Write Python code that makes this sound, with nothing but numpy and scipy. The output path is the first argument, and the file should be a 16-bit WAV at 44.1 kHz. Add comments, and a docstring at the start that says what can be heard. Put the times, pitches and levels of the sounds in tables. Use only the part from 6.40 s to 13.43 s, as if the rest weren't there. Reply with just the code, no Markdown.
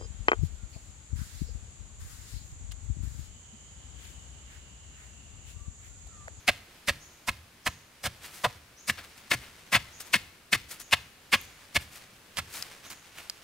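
"""Ramming soil around a post in a forest

A wooden stick rams loose soil, about two and a half blows a second: crushed grains ring its modes,
packed soil sounds hollow, sand hisses, crumbs patter and the ground bounces as the stick stops.
Bare feet scuff the earth and stir litter, as filtered random grains; pebbles and twigs click as short
resonances. A thin far bird call slurs upward, noise makes the forest air, and the trees echo softly."""
import sys
import numpy as np
from scipy import signal
from scipy.fft import rfft, irfft, next_fast_len
from scipy.io import wavfile

SR = 44100
rng = np.random.default_rng(int(sys.argv[2]) if len(sys.argv) > 2 else 0)


def to_wav(s):
    """Save 16-bit WAV."""
    ch = np.atleast_2d(s).T  # columns
    pcm = np.round(np.clip(ch, -1, 1) * 32767)  # PCM
    wavfile.write(sys.argv[1], SR, pcm.astype(np.int16))


N = 310023  # samples


def undb(db):
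    """Decibels to gain."""
    return 10 ** (np.asarray(db) / 20)


def unit(x):
    """Scale to rms 1."""
    return x / np.sqrt(np.mean(x ** 2) + 1e-20)


def colour(x, points):
    """Causal minimum-phase filter with the given (Hz, dB) outline."""
    hz, db = np.transpose(points)
    f = np.fft.rfftfreq(2048, 1 / SR) + 1  # +1 keeps the log finite
    cepstrum = irfft(np.log(undb(np.interp(np.log(f), np.log(hz), db))))
    # fold onto positive time
    cepstrum[1:len(f) - 1] *= 2
    cepstrum[len(f):] = 0
    impulse = irfft(np.exp(rfft(cepstrum)))
    return signal.fftconvolve(x, impulse[None], axes=1)[:, :x.shape[1]]


def resonate(x, hz, width_hz):
    """One resonance, gain 1 at its centre."""
    return signal.lfilter(*signal.iirpeak(hz, hz / width_hz, fs=SR), x)


def pair(n, apart):
    """Noise in two channels: a shared part and a part of opposite sign."""
    mid, side = rng.standard_normal((2, n))
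    return np.array([mid + apart * side, mid - apart * side])


def grains(n, per_s, spread_db, apart):
    """Random clicks, many small and a few large, each with its own balance."""
    hit = rng.random(n) < per_s / SR
    size = hit * undb(spread_db * np.minimum(rng.exponential(size=n), 4))
    balance = 1 + apart * rng.standard_normal(n) * np.array([[1], [-1]])
    return size * rng.choice([-1, 1], n) * balance


def wobble(n, per_s):
    """Random values, per_s of them a second, joined by straight lines."""
    steps = np.arange(n) / SR * per_s
    knots = np.arange(int(steps[-1]) + 2)
    return np.interp(steps, knots, rng.standard_normal(len(knots)))


def swell(rise_s, fall_s, attack_shape=1.9, release_shape=1.45):
    """Contact pressure that builds quickly and lets go; its peak comes three rise times in."""
    t = np.arange(-3 * rise_s, 4 * fall_s + .02, 1 / SR)
    attack = np.abs(t / rise_s) ** attack_shape
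    release = np.abs(t / fall_s) ** release_shape
    return np.exp(-np.where(t < 0, attack, release))


def burst(x, press, db):
    """Scale a burst so that its rms at full pressure is db."""
    return unit(x) * np.sqrt(np.mean(press ** 2)) * undb(db)


def add(out, s, x, pan_db, lead_s_per_db=1.5e-5, lead_top_hz=4000):
    """Place a sound at time s; the nearer channel is louder and, below the treble, a little earlier."""
    side_db = np.array([[pan_db], [-pan_db]]) / 2
    margin = 64  # samples of room for the lead
    n = next_fast_len(x.shape[-1] + 2 * margin)
    f = np.fft.rfftfreq(n, 1 / SR)
    cycles = np.minimum(f, lead_top_hz) * side_db * lead_s_per_db - f * margin / SR
    x = irfft(rfft(x, n) * np.exp(2j * np.pi * cycles), n) * undb(side_db)
    i = int(s * SR) - margin
    a, b = max(i, 0), min(i + n, N)
    out[:, a:b] += x[:, a - i:b - i]


# Spectrum of the forest air. 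Each row: frequency in Hz, level in dB.
AIR_SPECTRUM = [(25, -5), (60, 1), (110, 1.5), (200, -1), (400, -4), (800, -7), (1600, -6.5), (2500, -7.5),
                (4000, -11.5), (7000, -16), (10000, -17), (15500, -21.5)]
FOREST_DB = -57  # rms before the sway


def forest(sway_db=.8):
    """Quiet air in the leaves as filtered noise, swelling slowly; the bass is alike in both channels."""
    side = colour(rng.standard_normal((1, N)), [(60, -22), (300, -10), (1500, -5), (6000, -2)])
    air = colour(rng.standard_normal((1, N)) + side * np.array([[1], [-1]]), AIR_SPECTRUM)
    sway = np.interp(np.arange(N), np.linspace(0, N, 20), rng.standard_normal(20))
    return unit(air) * undb(FOREST_DB + sway_db * sway)


# Spectrum scattered back by the trees. Each row: frequency in Hz, level in dB.
ECHO_SPECTRUM = [(100, -3), (400, 0), (800, -4), (1400, -1), (2200, -2), (4000, 0), (7000, -6),
                 (15000, -11)]


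def echo(x, wet_db=-26, t60_s=.85, early_db=9, early_t60_s=.22, build_s=.012):
    """Trunks and leaves scatter the sound back: decaying noise, a strong early part and a longer tail."""
    t = np.arange(SR) / SR
    decay = undb(-60 * t / t60_s) + undb(early_db - 60 * t / early_t60_s)
    response = colour(pair(SR, .6) * decay * (1 - np.exp(-t / build_s)), ECHO_SPECTRUM)
    return signal.fftconvolve(x, unit(response) / np.sqrt(SR), axes=1)[:, :N] * undb(wet_db)


# Far bird calls. Each row: time in seconds, relative level in dB.
BIRD_CALLS = [(-.04, -59), (.6, -54), (1.24, -56), (2.37, -52), (3.52, -53), (4.39, -54), (4.95, -55),
              (6.44, -53)]


def bird(start_hz=4900, top_hz=6920, glide_s=.02, length_s=.065, t60_s=.75, direct_db=26, gain_db=2,
         trill_hz=650, trill_rate_hz=170):
    """A thin upward slur, buzzy at first and pure as it levels off, smeared by the trees."""
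    out, t = np.zeros((2, N)), np.arange(SR // 2) / SR
    for s, db in BIRD_CALLS:
        slur = np.exp(-t / glide_s)
        trill = trill_hz * np.sqrt(slur) * np.sin(2 * np.pi * trill_rate_hz * t)
        hz = top_hz + (start_hz - top_hz) * slur + trill
        envelope = np.sqrt(np.abs(np.sin(np.pi * np.minimum(t / length_s, 1))))
        call = np.sin(2 * np.pi * np.cumsum(hz) / SR) * envelope
        trees = pair(len(t), .7) * undb(-60 * t / t60_s)
        trees[:, 0] += undb(direct_db)
        x = signal.fftconvolve(trees, call[None], axes=1)
        add(out, s - .01, x / np.abs(x).max() * 2 * undb(db + gain_db), 0)
    return out


# Dry litter stirring as the worker shifts weight. Each row: time in seconds, level in dB.
LITTER_LEVEL = [(0, -63), (1.55, -66), (1.98, -53), (2.3, -67), (2.65, -59), (3.5, -56), (3.85, -57),
                (4.02, -68), (4.38, -56), (4.78, -66), (5.1, -57), (5.6, -58), (5.85, -65), (6.1, -53),
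                (6.3, -50), (6.42, -56), (7.03, -57)]


def litter(per_s=3500, spread_db=3.1, flicker_db=2, flicker_per_s=25):
    """Leaves and crumbs crackle faintly and unevenly under the feet, as filtered grains."""
    t = np.arange(N) / SR
    crackle = colour(grains(N, per_s, spread_db, apart=.45),
                     [(80, -5), (400, -4), (1000, -2), (2200, 0), (4500, -6), (9000, -11), (15000, -19)])
    level_db = np.interp(t, *np.transpose(LITTER_LEVEL))
    return unit(crackle) * undb(level_db + flicker_db * wobble(N, flicker_per_s))


# Pebbles struck and twigs snapping.
# Each row: time in seconds, peak in dB, ring in Hz, left minus right in dB.
SNAPS = [(.0792, -9, 4300, -2), (4.512, -22, 2600, 0), (4.921, -19, 2800, -.5), (5.0135, -28, 12000, 2),
         (5.9712, -14, 3200, -4), (6.2248, -14.5, 4880, 3.5), (6.502, -29, 4900, -3),
         (6.8984, -13, 4850, -4.5)]


def clicks(ring_q=12, crack_db=-15, crack_width_hz=5000, body_hz=1700, body_db=-22, second_s=.0034,
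           second_db=-8):
    """A sharp crack with a brief ring, and a weaker second one as the piece gives."""
    out = np.zeros((2, N))
    for s, db, hz, pan_db in SNAPS:
        push = np.zeros(SR // 40)
        push[0], push[int(second_s * SR)] = 1, undb(second_db)
        ring = resonate(push, hz, hz / ring_q)
        crack = undb(crack_db) * resonate(push, hz, crack_width_hz)
        body = undb(body_db) * resonate(push, body_hz, 2 * body_hz)
        x = ring + crack + body
        add(out, s, x / np.abs(x).max() * undb(db), pan_db)
    return out


# Feet and stick scuffing loose earth.
# Each row: peak time in seconds, rise in seconds, rustle in dB, grit in dB, left minus right in dB.
EARTH_SCUFFS = [(1.853, .032, -45, -47, 0), (1.99, .07, -53, -49, 0), (2.592, .018, -41.5, -57, 2),
                (2.645, .012, -50, -55, 2), (2.782, .008, -56, -54, 2), (3.05, .04, -50, -59, 2),
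                (3.604, .004, -45, -39, 3), (3.665, .01, -54, -51, 3), (4.29, .004, -62, -49, 1),
                (4.32, .015, -44, -40, 1), (4.401, .003, -47, -40, 1), (5.02, .02, -54, -53, 0),
                (5.412, .015, -51, -50, 0), (5.55, .04, -52, -50, 0), (6.172, .055, -43, -41, 1),
                (6.455, .025, -48, -54, -2), (6.505, .005, -42, -42, -3), (6.805, .045, -46, -51, -2)]
# Spectrum of crumbs and litter sliding. Each row: frequency in Hz, level in dB.
RUSTLE_SPECTRUM = [(60, -6), (200, -4), (400, -7), (900, -4), (1600, 0), (2600, -1), (4200, -6),
                   (8000, -22)]
SCUFF_FALL_S, SCUFF_FALL_PER_RISE = .017, .6  # a slow scuff also dies away slowly


def scuffs(per_s=3500, spread_db=3.4, slip_db=2.5, slip_per_s=70):
    """Crumbs and dry litter slide under soles and stick, catching and slipping as they go."""
    out = np.zeros((2, N))
    for s, rise_s, rustle_db, grit_db, pan_db in EARTH_SCUFFS:
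        press = swell(rise_s, SCUFF_FALL_S + SCUFF_FALL_PER_RISE * rise_s, release_shape=1.2)
        slide = press * undb(slip_db * wobble(len(press), slip_per_s))
        rustle = colour(slide * grains(len(press), per_s, spread_db, apart=.25), RUSTLE_SPECTRUM)
        sand = colour(slide * grains(len(press), per_s, spread_db, apart=.45),
                      [(2000, -18), (4500, -1), (9000, 0), (12000, -3), (16000, -6)])
        x = burst(rustle, press, rustle_db) + burst(sand, press, grit_db)
        add(out, s - 3 * rise_s, x, pan_db)
    return out


# The stick works its way round the post.
# Each row: time in seconds, left minus right in dB, bounce of the ground there in Hz.
POST_PATH = [(0, -1.8, 73), (1.3, -1.5, 72), (1.7, -1, 100), (2.05, -.5, 113), (2.9, 1.5, 117),
             (3.7, 2.2, 116), (5.35, -.8, 97), (6, -4, 86)]


def place(s):
    """Left-right balance and ground pitch where the stick works at time s."""
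    times, pan_db, ground_hz = np.transpose(POST_PATH)
    return np.interp(s, times, pan_db), np.interp(s, times, ground_hz)


FIRM_DB = -20  # force of an ordinary blow


def crumbs(per_s=2000, spread_db=3.4, rise_s=.012, fall_s=.07, lag_s=.015, level_db=-51.5, per_db=.5):
    """Crumbs thrown up by each blow patter back down, louder after a hard one."""
    out, press = np.zeros((2, N)), swell(rise_s, fall_s)
    for s, _, after, _, force_db, *_ in RAM_BLOWS:
        patter = colour(press * grains(len(press), per_s, spread_db, apart=.4),
                        [(400, -12), (2200, 0), (4500, -1), (8000, -8), (15000, -14)])
        x = burst(patter, press, level_db + per_db * (force_db - FIRM_DB))
        add(out, s + after + lag_s - 3 * rise_s, x, place(s)[0])
    return out


def thumps(t60_s=.07, onset_s=.0015, gain_db=3.6, rumble_db=-33.3, rumble_per_db=.45, rumble_t60_s=.62,
           rumble_hz=76, rumble_width_hz=78, lag_s=.002, bite_db=-3):
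    """The ground gives at the bite, bounces a few cycles as the stick stops, then a low rumble dies away."""
    out, t = np.zeros((2, N)), np.arange(SR // 2) / SR
    onset = 1 - np.exp(-t / onset_s)
    for s, _, after, bite, *_, db in RAM_BLOWS:
        bounce = -np.sin(2 * np.pi * place(s)[1] * t) * undb(db - 60 * t / t60_s)
        rumble = resonate(rng.standard_normal(len(t)), rumble_hz, rumble_width_hz)
        rumble = unit(resonate(rumble, rumble_hz, rumble_width_hz))
        rumble = rumble * undb(rumble_db + rumble_per_db * db - 60 * t / rumble_t60_s)
        add(out, s - bite, bounce * undb(bite_db) * onset, 0)
        add(out, s + after + lag_s, (bounce * undb(gain_db) + rumble) * onset, 0)
    return out


# Modes of the hand-held stick. Each row: frequency in Hz, width in Hz, level in dB.
STICK_MODES = [(576, 85, -2), (711, 90, -2), (1060, 140, -3), (1300, 140, -2), (1690, 120, -2),
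               (1960, 150, -5), (2190, 170, -1), (2610, 130, 0), (2900, 160, -5), (3190, 120, -4),
               (3510, 200, -2), (4250, 180, -3), (4970, 200, -4)]


def stick(press, per_s=10000, spread_db=2.7, direct_db=-3, drift=.012):
    """Grains crushed under the stick's end ring its modes, which the grip shifts a little each time."""
    crush = press * grains(len(press), per_s, spread_db, apart=.14)
    shift = 1 + drift * rng.standard_normal(len(STICK_MODES))
    x = undb(direct_db) * crush
    for (hz, width_hz, db), k in zip(STICK_MODES, shift):
        x = x + undb(db) * resonate(crush, hz * k, width_hz)
    return x


ENTER_S, STOP_S = .0021, .003  # softness of entry and stop
SETTLE_S = .06  # margin before and after the ploughing
BITE_RISE, BITE_FALL = .8, 1.15  # in bite lengths


def contact(before, after, bite, plough_db):
    """Pressure of one blow: the stick enters, ploughs on evenly, bites hard for a moment and stops."""
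    t = np.arange(-before - SETTLE_S, after + SETTLE_S, 1 / SR)
    entered = 1 / (1 + np.exp(-(t + before) / ENTER_S))
    moving = 1 / (1 + np.exp((t - after) / STOP_S))
    peak = np.exp(-(t / (bite * np.where(t < 0, BITE_RISE, BITE_FALL))) ** 2)
    return np.maximum(undb(plough_db) * entered * moving, peak)


# Spectra of crushed grains on wood, packed soil and sand. Each row: frequency in Hz, level in dB.
CRUNCH_SPECTRUM = [(700, -32), (1250, -9), (1700, 1.5), (2500, 0), (3300, -3.5), (4500, -8), (6000, -18),
                   (12000, -45)]
HOLLOW_SPECTRUM = [(250, -18), (410, -14), (530, -2.5), (720, 0), (1050, 0), (1350, -2.5), (2000, -19),
                   (5000, -45)]
GRIT_SPECTRUM = [(2000, -25), (3500, -6), (4900, 0), (6700, -4.5), (9000, -3), (12000, -10), (16000, -14)]
# Blows of the stick. Each row: time of hardest bite in seconds, ploughing before it in seconds,
# ploughing after it in seconds, bite length in seconds, force in dB, wood ring in Hz,
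# hollow tone relative to force in dB, hollow ring in Hz, knock in Hz, relative ground thump in dB.
RAM_BLOWS = [ (.087, .0065, .014, .010, -16.3, 2180, -7, 590, 270, -32),
             (.490, .013, .014, .011, -20.8, 1950, -9.5, 540, 220, -30),
             (.889, .012, .011, .008, -22.5, 2020, -5.5, 970, 190, -31),
             (1.270, .009, .015, .009, -23.5, 1800, -5, 1070, 250, -34),
             (1.660, .022, .012, .012, -29, 1670, -6, 550, 140, -31),
             (2.047, .006, .018, .007, -20.8, 1700, 2.2, 600, 160, -31),
             (2.498, .019, .012, .007, -20.3, 2100, -13, 1150, 200, -35),
             (2.917, .008, .031, .007, -17.8, 2170, -12, 1300, 265, -32),
             (3.354, .030, .010, .013, -16, 2200, -10.5, 1100, 180, -27),
             (3.742, .009, .025, .007, -14.5, 2280, -14.5, 1070, 200, -39),
             (4.133, .008, .026, .008, -17, 2100, -15, 1200, 185, -33),
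             (4.532, .009, .015, .010, -16, 2630, -10, 1010, 120, -39),
             (4.938, .011, .014, .013, -17, 2150, -9, 1150, 230, -36),
             (5.364, .012, .008, .008, -18, 2290, -11, 660, 140, -28),
             (5.987, .015, .010, .010, -30, 2160, -5, 1380, 150, -36)]
GRIT_DB, GRIT_PER_DB = -31.1, .28  # sand at an ordinary blow, growth with force
GRIT_PER_HOLLOW_DB = .25  # packed soil sounds hollow and sheds less sand
KNOCK_DB, KNOCK_PER_DB = -36.8, .7  # low knock, likewise


def blows(ring_db=-1, ring_width_hz=450, hollow_ring_db=2, hollow_width_hz=200, knock_width_hz=130,
          sand_power=.56, wood_plough_db=-10, soil_plough_db=-6, sand_plough_db=-5.5, jolt_db=1.1,
          jolt_per_s=250):
    """Each blow: a woody crunch, a hollow tone of packing soil, sand hissing at the rim and a low knock."""
    out = np.zeros((2, N))
    plough_dbs = (wood_plough_db, soil_plough_db, sand_plough_db)
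    for s, before, after, bite, force_db, ring_hz, hollow_db, hollow_hz, knock_hz, _ in RAM_BLOWS:
        press = np.array([contact(before, after, bite, db) for db in plough_dbs])
        # clods give way in small jolts
        on_wood, on_soil, on_sand = press * undb(jolt_db * wobble(press.shape[1], jolt_per_s))
        n = len(on_sand)
        wood, soil = stick(on_wood), stick(on_soil)
        # where the end lands decides which modes speak most
        crunch = colour(wood, CRUNCH_SPECTRUM) + undb(ring_db) * resonate(wood, ring_hz, ring_width_hz)
        soil_ring = undb(hollow_ring_db) * resonate(soil, hollow_hz, hollow_width_hz)
        hollow = colour(soil + soil_ring, HOLLOW_SPECTRUM)
        # loose sand moves at the lightest touch, so it starts first
        sand = on_sand ** np.where(np.arange(n) < press[0].argmax(), sand_power, 1)
        grit = colour(sand * grains(n, per_s=12000, spread_db=2.9, apart=.4), GRIT_SPECTRUM)
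        knock = resonate(on_soil * pair(n, .05), knock_hz, knock_width_hz)
        knock = resonate(knock, knock_hz, 2 * knock_hz)
        extra_db = force_db - FIRM_DB
        grit_db = GRIT_DB + GRIT_PER_DB * extra_db - GRIT_PER_HOLLOW_DB * hollow_db
        x = burst(crunch, on_wood, force_db)
        x = x + burst(hollow, on_soil, force_db + hollow_db)
        x = x + burst(grit, on_sand, grit_db)
        x = x + burst(knock, on_soil, KNOCK_DB + KNOCK_PER_DB * extra_db)
        add(out, s - before - SETTLE_S, x, place(s)[0])
    return out


def scene():
    """The work at the post, its echo, the bird and the forest."""
    near = blows() + thumps() + crumbs() + scuffs() + litter() + clicks()
    return near + echo(near) + bird() + forest()


def record(dry, left_treble_db=1.2, top_hz=15700):
    """The left channel is a little brighter; a steep low-pass cuts the top."""
    left = colour(dry[:1], [(2500, 0), (4500, left_treble_db)])
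    low_pass = signal.ellip(10, .2, 70, top_hz, fs=SR, output="sos")
    return signal.sosfilt(low_pass, np.vstack([left, dry[1:]]))


dry = scene()
out = record(dry)
to_wav(out)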